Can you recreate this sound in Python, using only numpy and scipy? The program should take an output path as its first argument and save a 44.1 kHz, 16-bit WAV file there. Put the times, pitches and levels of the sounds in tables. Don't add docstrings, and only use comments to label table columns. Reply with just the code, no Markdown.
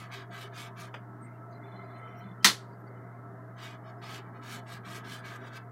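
import sys
import numpy as np
from scipy import signal
from scipy.fft import rfft, irfft, next_fast_len
from scipy.io import wavfile
from scipy.ndimage import uniform_filter1d

SR = 44100
rng = np.random.default_rng(int(sys.argv[2]) if len(sys.argv) > 2 else 0)


def wav_record(signal):
    frames = np.transpose(np.atleast_2d(signal))
    bounded = np.clip(frames, -1, 1)
    quanta = np.round(bounded * 32767).astype(np.int16)
    wavfile.write(sys.argv[1], SR, quanta)


def elevation(decibels):
    levels = np.asarray(decibels, float)
    return 10 ** (levels / 20)


N = 251811

# landing, hardest point and lifting in
# seconds, pressure in dB, brightness in dB.
STROKES = [(-0.066, 0.006, 0.074, -51.5, -9), (0.112, 0.134, 0.23, -47.5, -11.5),
           (0.316, 0.426, 0.476, -48.5, -9.5), (0.544, 0.597, 0.681, -45, -8.5),
           (0.768, 0.807, 0.88, -49.5, -6.5), (3.58, 3.642, 3.751, -48.5, -11),
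           (3.844, 3.902, 3.914, -60, -9.5), (4.025, 4.159, 4.199, -45.5, -10.5),
           (4.233, 4.282, 4.285, -68.5, -19), (4.34, 4.36, 4.391, -61, -10),
           (4.427, 4.544, 4.596, -45.5, -7.5), (4.671, 4.733, 4.78, -49, -7.5),
           (4.853, 4.969, 5.003, -46, -8), (5.049, 5.14, 5.202, -47, -7.5),
           (5.252, 5.264, 5.367, -49.5, -10), (5.401, 5.39, 5.462, -66.5, -10),
           (5.449, 5.477, 5.502, -53.5, -10), (5.525, 5.57, 5.587, -48, -10.5),
           (0.338, 0.36, 0.37, -59.5, -4),
    (0.517, 0.535, 0.53, -67, -14),
    (4.835, 4.87, 4.89, -75, -18),
    (5.03, 5.046, 5.085, -68, -22),
    (5.228, 5.26, 5.25, -57, -10),
    (5.305, 5.369, 5.376, -60.5, -5),
    (5.407, 5.44, 5.455, -65, -10),
]
# frequency in Hz, level in dB per Hz.
BRISTLE_SPECTRUM = [(1290, -16.5), (2200, -1), (2510, -3.5), (3530, -2), (4460, -6.5), (5300, -10.5),
                    (8440, -19.5), (10400, -24), (12400, -24), (16000, -30.5)]
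# frequency in Hz, width in Hz, level in dB.
CANVAS_MODES = [(1324, 130, 12.5), (1600, 119, 15.5), (1994, 7.7, 5), (2270, 11, -3), (3040, 30, -3),
                (3450, 10, -5)]
LAND_S, LIFT_S, AWAY_DB = 0.029, 0.038, -45.5
LANDING_DB, LIFTING_DB = -9.5, -11
TOP_LOSS_DB_PER_DB, LANDING_LOSS_DB_PER_DB, UPPER_LOSS_DB_PER_DB = 0.067, 0.14, 0.083
SKIN_EVEN_DB, SKIN_GIVE_DB_PER_DB, SKIN_LEAD_MAX_DB = -51, 0.62, 12.5
ECHO_DB, ECHO_T60_S, ECHO_TOP_HZ = -13, 0.19, 4000

# start in seconds, length in seconds, level in dB, rubbed spot in Hz,
# spot level in dB.
RUBS = [(0.997, .05, -73, 3000, -15), (1.194, 0.23, -67, 2800, -16.5), (1.5, 0.094, -67.5, 4300, -6.5),
        (1.578, 0.29, -64.5, 3580, -9), (1.657, 0.39, -67, 4040, -6.5), (1.844, 0.41, -64, 3640, -13),
        (1.901, .42, -68.5, 3050, -6), (2.178, 0.12, -62.5, 4000, -11), (2.199, .16, -68.5, 3450, -6.5),
        (2.65, 0.14, -79, 5000, 3), (2.823, 0.2, -69.5, 3200, -16), (2.977, .25, -72, 3000, -28)]
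# frequency in Hz, width in Hz, level in dB.
PALETTE_MODES = [(2070, 133, 2), (2330, 660, -8), (3050, 130, 4.5), (2800, 300, -2), (3486, 100, 0.5),
                 (4090, 50, -1), (4000, 830, 0.5), (4690, 440, 0), (5370, 900, -3), (8500, 3000, -1)]
# start in seconds, level in dB, frequency in Hz, width in Hz,
# length in seconds.
SQUEAKS = [(1.19, -48.5, 270, 121, 0.074), (1.198, -64.5, 8440, 451, 0.09), (1.223, -75, 7440, 81, 0.051),
           (1.322, -76, 2690, 101, 0.05), (1.504, -69.5, 4620, 900, .05), (1.497, -72, 6380, 101, 0.066),
           (1.83, -76.5, 7060, 301, 0.042), (1.884, -78.5, 8670, 201, 0.047), (1.955, -77, 6600, 401, 0.06),
           (1.945, -75, 8800, 601, 0.084), (2.043, -76.5, 5650, 201, .11), (2.133, -71.5, 5600, 151, 0.11),
           (2.138, -77, 5960, 101, 0.092), (2.15, -71, 14501, 1501, .08), (2.16, -79, 8501, 501, .06),
           (2.394, -68, 3060, 101, 0.043), (2.767, -76, 13100, 601, .07), (2.865, -73.5, 4601, 61, 0.033),
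           (2.948, -72.5, 2980, 60.8, 0.06), (3.55, -72, 6300, 151, .055), (3.823, -73.5, 5190, 101, 0.11),
           (3.846, -78.5, 3620, 202, 0.063), (3.947, -81, 5150, 81, 0.1), (4.022, -59, 5110, 101, 0.089)]
FOCUS_DB_PER_OCTAVE, BOARD_HZ = 40, 2600

# time in seconds, peak in dB.
CRACK = [
    (2.446, -2),
]
# time in seconds, peak in dB.
TAP = [
    (0.94, -35.5),
]
# frequency in Hz, level in dB per Hz.
CRACK_SPECTRUM = [(100, -44), (150, -17.5), (198, -12.5), (642, -22), (999, -8), (1330, -4), (1440, -6),
                  (1890, -3), (2670, -9), (3000, -4.5), (4240, -2.5), (5450, -7), (12000, -19.5),
                  (12900, -21), (13700, -32), (15900, -37), (16400, -80)]
# frequency in Hz, level in dB per Hz.
TAP_SPECTRUM = [(120, -36), (200, -13.5), (658, -10.5), (1030, -9.5), (1630, -6.5), (2020, -12.5),
                (3380, -15.5), (4180, -42), (4910, -21.5), (5270, -32), (14000, -44.5)]
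# frequency in Hz, level in dB, T60 in seconds.
EASEL_MODES = [(194, -10.5, 0.22), (1217, -9.5, 0.04), (1570, -2.5, 0.045), (2052, -3.5, 0.1),
               (3154, -2.5, 0.083), (3546, -2.5, 0.17), (4193, -4, 0.21), (4200, -4, 0.12),
               (5080, -22, 0.12), (5350, -11.5, 0.1413), (6070, -6.5, 0.18), (7900, -20, 0.15)]
# frequency in Hz, level in dB, T60 in seconds.
FERRULE_MODES = [(14062, -16, .16), (14812, -15, .15), (15562, -14, .15)]
# frequency in Hz, T60 in seconds.
STUDIO_T60 = [(150, 0.28), (400, 0.43), (1040, 0.2), (2760, 0.19), (7280, 0.1944)]

# frequency in Hz, level in dB per Hz.
AIR_SPECTRUM = [(30, -47), (65, -44.5), (85, -21), (150, -17), (238, -22), (395, -15.5), (450, -21.5),
                (678, -23.5), (1000, -19.5), (1350, -22), (1460, -23.5), (2080, -32), (2300, -46),
                (2600, -69.5)]
# frequency in Hz, width in Hz, level in dB.
HOUSING_MODES = [(187.8, 32, -58), (241.7, 42, -62), (301.3, 23, -65), (392.6, 28, -62.5), (646.3, 20, -63),
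                 (695, 31, -60.5), (1316.5, 28, -62), (1666, 110, -72.5)]
# time in seconds, level in dB.
AIR_SWELL = [(0.0, -52), (0.32, -53), (0.54, -52.5), (1.43, -52.5), (1.94, -50), (2.51, -53), (3.05, -51),
             (3.4, -52.5), (3.66, -52), (3.78, -51.5), (4.04, -51), (4.53, -51), (4.72, -52), (5.71, -51.5)]
AIR_DB, HUM_HZ, HUM_DB = -48.5, 120.15, -48

# frequency in Hz, level in dB per Hz.
HISS_SPECTRUM = [(1500, -21.5), (2200, 1), (3300, -6), (5000, -7), (9750, -8), (12400, -5), (16000, -11)]
# frequency in Hz, level in dB per bin.
THRESHOLD = [(1900, -120), (2400, -90), (5000, -91), (9000, -96), (16000, -100)]
HISS_DB, LOW_CUT_HZ, EDGE_HZ, CEILING = -79.5, 60, 15900, 1.0


def brush():
    catch = slips(N, per_s=12000, spread_db=-1.0)
    hiss = patchy(coloured(catch, BRISTLE_SPECTRUM), depth_db=4, size=2048)
    top = high_pass(hiss, 2, 6000)
    upper = high_pass(hiss, 2, 3000)
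    skin = evened(sum(elevation(db) * resonate(catch, hz, 3 * width_hz) for hz, width_hz, db in CANVAS_MODES))
    skin = patchy(skin, depth_db=2.5, size=2048)
    t, out = np.arange(N) / SR, np.zeros(N)
    uneven = wander(N, depth_db=0.8, size=250)
    for land_s, hardest_s, lift_s, db, bright_db in STROKES:
        press_db = stroke_pressure(t, land_s, hardest_s, lift_s, db)
        lightness_db = press_db - db
        dulling = TOP_LOSS_DB_PER_DB + LANDING_LOSS_DB_PER_DB * (t < hardest_s)
        tips = hiss + (elevation(bright_db + 15 + dulling * lightness_db) - 1) * top
        tips += (elevation(UPPER_LOSS_DB_PER_DB * lightness_db) - 1) * upper
        body_db = np.minimum(SKIN_GIVE_DB_PER_DB * (SKIN_EVEN_DB - press_db), SKIN_LEAD_MAX_DB)
        body = elevation(uniform_filter1d(body_db, size=300)) * skin
        pressure = uniform_filter1d(elevation(uniform_filter1d(press_db, size=500)), size=500)
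        out += pressure * (uneven * tips + body)
    return out


def stroke_pressure(t, land_s, hardest_s, lift_s, db):
    times_s = np.sort([land_s - LAND_S, land_s, hardest_s, lift_s, lift_s + LIFT_S])
    levels_db = [AWAY_DB, LANDING_DB, 0, LIFTING_DB, AWAY_DB]
    return db + np.interp(t, times_s, levels_db, 2 * AWAY_DB, 2 * AWAY_DB)


def slips(count, per_s, spread_db):
    chance, sign, size = rng.random(count), rng.standard_normal(count), rng.exponential(1, count)
    return evened((chance < per_s / SR) * sign * elevation(spread_db * np.minimum(size, 4)))


def echo(x):
    t = np.arange(SR // 4) / SR
    b, a = signal.butter(2, ECHO_TOP_HZ, fs=SR)
    tail = signal.lfilter(b, a, rng.standard_normal(len(t))) * elevation(-60 * t / ECHO_T60_S)
    return elevation(ECHO_DB) * signal.oaconvolve(x, tail / np.linalg.norm(tail))[:len(x)]


def knock(db, spectrum, ring_db, pace, rise_s):
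    t = np.arange(SR // 2) / SR
    burst = coloured(slips(len(t), per_s=18000, spread_db=1), spectrum)
    hz, frame_s, z = signal.stft(burst, SR, nperseg=128)
    decay = elevation(-60 * frame_s / (pace * read(STUDIO_T60, hz)[:, None]))
    tail = signal.istft(z * decay, SR, nperseg=128)[1][:len(t)]
    tail += elevation(-35.5 - 60 * t / 0.62) * burst
    rings = np.zeros(len(t))
    for mode_hz, mode_db, t60_s in EASEL_MODES + FERRULE_MODES:
        phase = 2 * np.pi * rng.random()
        rings += elevation(mode_db - 60 * t / (pace * t60_s)) * np.sin(2 * np.pi * mode_hz * t + phase)
    blow = elevation(db) * (tail + elevation(ring_db) * rings) * np.minimum(t / rise_s, 1) ** 2
    return high_pass(blow, 4, 130)


def rustle():
    out = np.zeros(N)
    for s, length_s, level_db, spot_hz, spot_db in RUBS:
        count = round(length_s * SR)
        for hz, width_hz, db in PALETTE_MODES:
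            near_db = (hz > BOARD_HZ) * (spot_db - FOCUS_DB_PER_OCTAVE * abs(np.log2(hz / spot_hz)))
            contact = wander(SR // 2, depth_db=3, size=1000)
            rub = contact * resonate(slips(SR // 2, per_s=1500, spread_db=-1.5), hz, width_hz)
            add(out, s, elevation(level_db + db + near_db) * rub[:count] * signal.windows.tukey(count, 0.6))
    return out


def squeaks():
    out = np.zeros(N)
    for s, db, hz, width_hz, length_s in SQUEAKS:
        puff = resonate(rng.standard_normal(5000), hz, width_hz)[:round(length_s * SR)]
        add(out, s, elevation(db) * puff * np.hanning(len(puff)))
    return out


def fan():
    t = np.arange(N) / SR
    hum = np.sqrt(2) * elevation(HUM_DB) * wander(N, depth_db=0.07, size=4000) * np.sin(2 * np.pi * HUM_HZ * t)
    air = elevation(AIR_DB - 4.5) * patchy(coloured(rng.standard_normal(N), AIR_SPECTRUM), depth_db=2.5, size=2048)
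    for hz, width_hz, db in HOUSING_MODES:
        ringing = resonate(rng.standard_normal(N), hz, width_hz)
        air += elevation(db) * wander(N, depth_db=2.5, size=6000) * ringing
    swell_db = np.interp(t, *np.transpose(AIR_SWELL))
    return hum + air * elevation(swell_db - swell_db.mean())


def evened(x):
    return x / np.sqrt(np.mean(x ** 2) + 1e-20)


def read(points, hz):
    f, value = np.transpose(points)
    return np.interp(np.log(hz + 1), np.log(f + 1), value)


def add(mix, s, sound):
    part = mix[round(s * SR):][:len(sound)]
    part += sound[:len(part)]


def high_pass(x, order, hz):
    return signal.sosfilt(signal.butter(order, hz, "high", fs=SR, output="sos"), x)


def coloured(x, points):
    size = next_fast_len(len(x))
    gain = elevation(read(points, np.fft.rfftfreq(size, 1 / SR)))
    return evened(irfft(rfft(x, size) * gain, size)[:len(x)])


def resonate(x, hz, width_hz):
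    r = np.exp(-np.pi * width_hz / SR)
    poles = [1, -2 * r * np.cos(2 * np.pi * hz / SR), r * r]
    return evened(signal.lfilter([1], poles, signal.lfilter([1], poles, x)))


def patchy(x, depth_db, size):
    z = signal.stft(x, nperseg=size)[2]
    patches = uniform_filter1d(rng.standard_normal(z.shape), size=3, axis=0)
    patches = uniform_filter1d(patches, size=5, axis=1)
    return evened(signal.istft(z * elevation(depth_db * evened(patches)), nperseg=size)[1][:len(x)])


def wander(count, depth_db, size):
    drift = uniform_filter1d(uniform_filter1d(rng.standard_normal(count), size), size)
    return elevation(depth_db * evened(drift))


def scene():
    strokes = brush()
    out = strokes + echo(strokes) + rustle() + squeaks() + fan()
    crack_s, crack_db = CRACK[0]
    tap_s, tap_db = TAP[0]
    crack_spectrum = CRACK_SPECTRUM
    add(out, crack_s - 0.001, knock(crack_db - 9, crack_spectrum, ring_db=-6.0, pace=0.89, rise_s=0.00038))
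    add(out, tap_s - 0.001, knock(tap_db - 2, TAP_SPECTRUM, ring_db=-23, pace=0.7, rise_s=0.0029))
    return out[None]


def roll_off(x):
    return signal.sosfilt(signal.butter(12, 16650, fs=SR, output="sos"), x)


def record(dry):
    heard = high_pass(dry, 2, LOW_CUT_HZ)
    hz, t, z = signal.stft(heard, SR, nperseg=1536)
    power = uniform_filter1d(abs(z) ** 2, size=3, axis=1)
    threshold_power = elevation(2 * read(THRESHOLD, hz)[:, None])
    keep = np.clip(1 - threshold_power / (power + 1e-20), 0.003, 1)
    for frame in range(1, len(t)):
        keep[..., frame] = np.maximum(keep[..., frame], 0.72 * keep[..., frame - 1])
    smear = elevation(-33) * (rng.standard_normal(z.shape) + 1j * rng.standard_normal(z.shape))
    x = signal.istft(z * keep * (1 + smear), SR, nperseg=1536)[1][:, :N]
    x = CEILING * np.tanh(x / CEILING)
    loud = uniform_filter1d(abs(x), size=2000) > 0.05
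    x -= uniform_filter1d(uniform_filter1d(x * loud, size=400), size=400)
    x += elevation(HISS_DB) * coloured(rng.standard_normal(N), HISS_SPECTRUM)
    x = signal.oaconvolve(x, signal.firwin(511, EDGE_HZ, fs=SR)[None], "same")
    return roll_off(x)


dry = scene()
out = record(dry)
wav_record(out)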